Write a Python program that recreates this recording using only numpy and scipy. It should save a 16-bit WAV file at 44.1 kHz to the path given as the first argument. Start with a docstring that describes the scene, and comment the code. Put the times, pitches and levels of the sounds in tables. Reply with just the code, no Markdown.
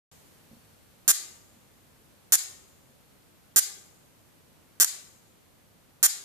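"""Sharp electric snaps, about one every 1.24 s, each leaving the room and nearby metal ringing.
A high-voltage supply fires across the gap between two ring terminals on a wooden floor: a snap is about a
dozen sparks some 2.5 ms apart, each a pressure pulse with close echoes. They overload two microphones,
whose limiters duck and let the room swell back. Soft handling bumps, rumble and faint hiss lie below."""
import sys
import numpy as np
from scipy import signal
from scipy.fft import rfft, irfft
from scipy.io import wavfile
from scipy.ndimage import uniform_filter1d, minimum_filter1d

SR = 44100
rng = np.random.default_rng(int(sys.argv[2]) if len(sys.argv) > 2 else 0)


def file_out(sig):
    """Save sig as 16-bit WAV at sys.argv[1]."""
    # one column per channel
    cols = np.atleast_2d(sig).T
    # limit, then scale
    lim = np.clip(cols, -1, 1)
    pcm = np.round(lim * 32767).astype(np.int16)
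    wavfile.write(sys.argv[1], SR, pcm)


N = 275184

# Discharges of the supply; of the first only the ring is heard:
# start_s, min_length_s, spark_count, level_db, thump_db
BURSTS = [(-.159, 0.035, 13, 10.5, -3), (1.0792, 0.035, 13, 14.5, 16), (2.3224, 0.032, 11, 14, 3),
          (3.561, 0.033, 13, 13.5, 13), (4.8002, .0455, 12, 14, 18), (6.0292, 0.035, 13, 14, 7.5)]

def sparks(bursts, spread_db=0.26):
    """Dielectric breakdown: each spark is a pressure impulse, convolved with its path to a microphone."""
    out = np.zeros((2, SR + N + 2 * SR))   # with lead-in and space for the last tail
    for times, (_, _, _, level_db, _) in zip(bursts, BURSTS):
        at = SR + np.round(times * SR).astype(int)
        pulses = np.zeros(at[-1] - at[0] + 1)
        pulses[at - at[0]] = from_db(level_db + spread_db * rng.standard_normal(len(at)))
        # the hand-held microphones drift, so each burst meets a slightly different room
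        left = spark_response(0, lag_ms=0.21, scatter_db=-30, scatter_t60=0.066)
        right = spark_response(1, lag_ms=0, scatter_db=-29, scatter_t60=0.062)
        snap = signal.fftconvolve(pulses[None], [left, right], axes=1)
        out[:, at[0]:at[0] + snap.shape[1]] += snap
    return out[:, SR:SR + N]


def spark_times(recharge_ms=2.48, cold_ms=0.75, jitter_ms=0.11, warm_up_sparks=1.1, run_down_sparks=0.9):
    """Relaxation oscillation: the gap recharges and fires again. Gives each burst's spark times in s."""
    bursts, shape = [], (len(BURSTS), 32)
    jitters, chances = rng.standard_normal(shape), rng.random(shape)
    for (start_s, length_s, count, *_), jitter, chance in zip(BURSTS, jitters, chances):
        k = np.arange(round(count) - 1)
        cold_air = np.exp(-k / warm_up_sparks)   # slower at first, while the air is cold
        waits_s = (recharge_ms + cold_ms * cold_air + jitter_ms * jitter[k]) / 1000
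        # spare time goes to the last sparks, as the supply runs down, and to a few late ones
        spare_s = max(length_s - waits_s.sum(), 0)
        late = chance[k] < 0.12
        faltering = np.exp(-k[::-1] / run_down_sparks) + 0.38 * late
        waits_s += spare_s * faltering / faltering.sum()
        bursts.append(start_s + np.r_[0, np.cumsum(waits_s)])
    return bursts


# Spectrum of a spark through each microphone port; the right faces the gap: frequency_hz, level_db
LEFT_PORT = [(60, -40), (560, -12.5), (800, -3.5), (1000, -6.5), (1300, -3), (1580, 3.5), (2100, -2),
             (2700, -11), (4800, -3), (5500, 6), (6900, 11), (8000, 5), (10000, -7), (12500, 4),
             (14500, 0.5)]
RIGHT_PORT = [(60, -10), (560, -3.5), (800, -3.5), (1000, -8), (1700, -3), (2500, -4), (3400, 0), (6400, 1),
              (7300, 11.5), (7800, 4.5), (8700, 9), (11500, 10), (14500, 10), (17000, -7.5)]
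# Early reflections from the floor and things close by: delay_ms, gain_db
LEFT_ECHOES = [(0.564, -14), (2.15, -9.5), (2.462, -13), (3.599, -14.5)]
RIGHT_ECHOES = [(.515, -14.5), (.656, -13), (.85, -22), (2.821, -21.5), (3.195, -18.5)]

def spark_response(channel, lag_ms, scatter_db, scatter_t60, scatter_hz=10000, size=65536):
    """Superposition: direct pulse, echoes, scatter from furniture and room ring add at a microphone."""
    port, echoes = [(LEFT_PORT, LEFT_ECHOES), (RIGHT_PORT, RIGHT_ECHOES)][channel]
    t, hz = np.arange(size) / SR, np.fft.rfftfreq(size, 1 / SR)
    phase_per_ms = -2j * np.pi * hz / 1000
    paths = 1 + sum(from_db(db) * np.exp(phase_per_ms * ms) for ms, db in echoes)
    envelope = decay(t, scatter_t60) * (1 - np.exp(-t / 0.0012))
    scatter = from_db(scatter_db) * rng.standard_normal(size) * envelope
    scatter = signal.sosfilt(signal.butter(2, scatter_hz, fs=SR, output="sos"), scatter)
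    field = (paths + rfft(scatter + reverberation(channel, size))) * np.exp(phase_per_ms * lag_ms)
    return irfft(field * minimum_phase(port, size))[:SR]


# The room's ring after a spark, by band: frequency_hz, left_db, right_db, t60_s
ROOM_BANDS = [(99.7, -67.5, -79, 0.63), (395, -46.5, -55.5, 1), (774, -56, -59, 0.57),
              (1080, -58.5, -57, 1), (1600, -55.5, -54.5, .52), (2850, -48, -53.5, 0.6),
              (3446, -42.5, -57.5, 0.5), (4100, -43, -47.5, 0.46), (4250, -38.5, -52, 0.38),
              (4950, -41, -51.5, 0.41), (5405, -54.5, -52.5, 0.47), (6700, -48, -49.5, 0.37),
              (9180, -45, -53.5, 0.34), (13500, -53, -60, 0.21)]

def reverberation(channel, size, late_db=-21, late_t60=1.0, build_s=0.0053):
    """Diffuse field: noise builds up, then decays exponentially band by band over a faint late tail."""
    t, hz = np.arange(size) / SR, np.fft.rfftfreq(size, 1 / SR)
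    centres_hz = np.array(ROOM_BANDS)[:, 0]
    white, out = rfft(rng.standard_normal(size)), 0
    for (_, *levels_db, t60), weights in zip(ROOM_BANDS, np.eye(len(ROOM_BANDS))):
        band = irfft(white * at_hz(np.c_[centres_hz, weights], hz))
        envelope = decay(t, t60) + from_db(late_db) * decay(t, late_t60)
        out = out + band * from_db(levels_db[channel]) * envelope
    return out * (1 - np.exp(-t / build_s))


def thumps(bursts, left_db=-22, top_hz=480, fade_t60=0.15):
    """Low-passed impulses: sparks thump erratically, most early in a burst and at the facing port."""
    pushes = np.zeros(N)
    for times, (start_s, *_, thump_db) in zip(bursts, BURSTS):
        times = times[times > 0]
        strength = from_db(thump_db) * decay(times - start_s, fade_t60)
        pushes[np.round(times * SR).astype(int)] = strength * rng.standard_normal(len(times))
    low_pass = signal.butter(2, top_hz, fs=SR, output="sos")
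    return signal.sosfilt(low_pass, pushes + 1e-18) * from_db([[left_db], [0]])


# Natural modes of the nearby metal: pitch_hz, level_db, t60_s
METAL_MODES = [(3880, -57.5, 0.47), (4900, -55, 0.55), (5000, -59, 0.5), (6439, -69, 1.1),
               (6850, -69.5, 1.3), (7030, -66.5, 1.4), (7465, -71.5, 1.1)]

def ringing_metal(bursts):
    """Sympathetic vibration: the sparks excite lightly damped modes in nearby metal."""
    times, drive = np.concatenate(bursts), np.zeros((2, N))
    at = np.round(times[times > 0] * SR).astype(int)
    drive[:, at] = rng.standard_normal((len(at), 2)).T   # each spark couples differently
    return sum(from_db(db) * resonator(drive, hz, t60) for hz, db, t60 in METAL_MODES)


# Soft knocks of handling: start_s, level_db
BUMPS = [(0.513, -51), (0.531, -51.5), (.569, -55.5), (1.565, -59.5), (2.837, -70), (2.896, -59),
         (4.516, -61)]
# Modes of a bump, dull wood and a trace of metal: pitch_hz, gain_db, t60_s
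BUMP_MODES = [(204, -16, 0.15), (230.4, 3.5, 0.095), (520, -1, 0.04), (4330, -35, 2.6), (4387, -29, 2.2),
              (4420, -34.5, 1.8), (4570, -32, 1.2), (5260, -35.5, 1.2)]

def bumps(scuff_db=-17, scuff_t60=0.36):
    """Impact excitation: each knock rings damped wood and faint metal, with a short scuff of noise."""
    knocks = np.zeros(N)
    for start_s, level_db in BUMPS:
        knocks[round(start_s * SR)] = from_db(level_db)
    body = sum(from_db(db) * resonator(knocks, hz, t60) for hz, db, t60 in BUMP_MODES)
    scuff = rng.standard_normal((2, SR // 2)) * decay(np.arange(SR // 2) / SR, scuff_t60)
    return body + from_db(scuff_db) * signal.fftconvolve(knocks[None], scuff, axes=1)[:, :N]


# Spectrum of the background noise: frequency_hz, relative_density_db
NOISE_SPECTRUM = [(15, -45), (25, -18), (92, -4), (210, -7.5), (314, -10), (409, -14), (480, -12),
                  (716, -16), (1920, -21.5), (4040, -24.5), (4490, -24.5), (4870, -26.5), (14500, -25.5)]
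# Its slow drift: time_s, level_db, treble_boost_db
NOISE_LEVELS = [(0, -57, 2.5), (.9, -58.5, 1), (1.998, -58.5, 0.5), (3.198, -59, 0.5), (4.399, -59, 0.5),
                (5.702, -59.5, 0)]

def rumble_and_hiss(shared_power=0.1, treble_hz=2500):
    """Partly coherent noise: room rumble and microphone hiss, a little of it common to both sides."""
    hz, t = np.fft.rfftfreq(N, 1 / SR), np.arange(N) / SR
    white = rng.standard_normal((3, N))
    stereo = np.sqrt(1 - shared_power) * white[:2] + np.sqrt(shared_power) * white[2]
    noise = irfft(rfft(stereo) * from_db(at_hz(NOISE_SPECTRUM, hz)), N)
    noise /= noise.std()
    time_s, level_db, boost_db = np.transpose(NOISE_LEVELS)
    treble = signal.sosfilt(signal.butter(1, treble_hz, "high", fs=SR, output="sos"), noise)
    extra_hiss = (from_db(np.interp(t, time_s, boost_db)) - 1) * treble
    return from_db(np.interp(t, time_s, level_db)) * (noise + extra_hiss)


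def limiter(x, ceiling_db, hold_s, release_db_per_s, bass_hz=700, bass_ratio=1.7, bass_attack_s=0.025):
    """Automatic gain control: overload cuts the gain; the bass sinks further and comes back later."""
    power = np.maximum(uniform_filter1d(x * x, 16), 1e-12)
    over_db = np.maximum(10 * np.log10(power) - ceiling_db, 0)
    bass = signal.sosfiltfilt(signal.butter(2, bass_hz, fs=SR, output="sos"), x)
    bass_target = ducking(bass_ratio * over_db, hold_s=0.035, release_db_per_s=480)
    pole = np.exp(-1 / (bass_attack_s * SR))
    bass_db = signal.lfilter([1 - pole], [1, -pole], 20 * np.log10(bass_target))
    return (x - bass + bass * from_db(bass_db)) * ducking(over_db, hold_s, release_db_per_s)


def ducking(over_db, hold_s, release_db_per_s, ramp_samples=180):
    """Look-ahead limiting: the gain drops just before an overload, holds, then climbs back."""
    hold = int(hold_s * SR) | 1
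    held_db = -minimum_filter1d(-over_db, hold, origin=hold // 2)
    release_db = release_db_per_s * np.arange(N) / SR
    cut_db = np.maximum.accumulate(held_db + release_db) - release_db
    return from_db(uniform_filter1d(minimum_filter1d(-cut_db, ramp_samples), ramp_samples))


def resonator(drive, hz, t60):
    """Damped harmonic oscillator: a unit impulse starts a decaying sine of height 1."""
    r, w = from_db(-60 / (t60 * SR)), 2 * np.pi * hz / SR
    return signal.lfilter([0, np.sin(w)], [1, -2 * r * np.cos(w), r * r], drive + 1e-18)


def minimum_phase(spectrum, size):
    """Causality: a frequency response of the given magnitude in which nothing precedes the impulse."""
    magnitude = from_db(at_hz(spectrum, np.fft.rfftfreq(size, 1 / SR)))
    cepstrum = irfft(np.log(magnitude))
    cepstrum[1:size // 2] *= 2
    cepstrum[size // 2 + 1:] = 0
    return np.exp(rfft(cepstrum))


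def decay(t, t60):
    """Exponential decay of 60 dB in t60 seconds."""
    return np.exp(-np.log(1000) * t / t60)


def at_hz(points, hz):
    """Linear interpolation on a log-frequency axis."""
    points_hz, values = np.transpose(points)
    return np.interp(np.log(np.maximum(hz, 1)), np.log(points_hz), values)


def from_db(db):
    """Decibels to amplitude ratio."""
    return 10 ** (np.asarray(db) / 20)


def scene():
    """Superposition: the sparks and all they excite add to the quiet background."""
    bursts = spark_times()
    return sparks(bursts) + thumps(bursts) + ringing_metal(bursts) + bumps() + rumble_and_hiss()


def record(dry, opening_s=0.114, fade_in_s=0.0019, cutoff_hz=14650):
    """Overload: once the input opens, each side is limited, clipped and low-passed."""
    dry = dry * np.clip((np.arange(N) / SR - opening_s) / fade_in_s, 0, 1)
    left = limiter(dry[0], ceiling_db=-6.5, hold_s=0.0085, release_db_per_s=457)
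    right = limiter(dry[1], ceiling_db=-2.5, hold_s=0.0077, release_db_per_s=408.5)
    low_pass = signal.firwin(161, cutoff_hz, fs=SR)
    return signal.fftconvolve(np.clip([left, right], -1, 1), low_pass[None], mode="same", axes=1)


dry = scene()
out = record(dry)
file_out(out)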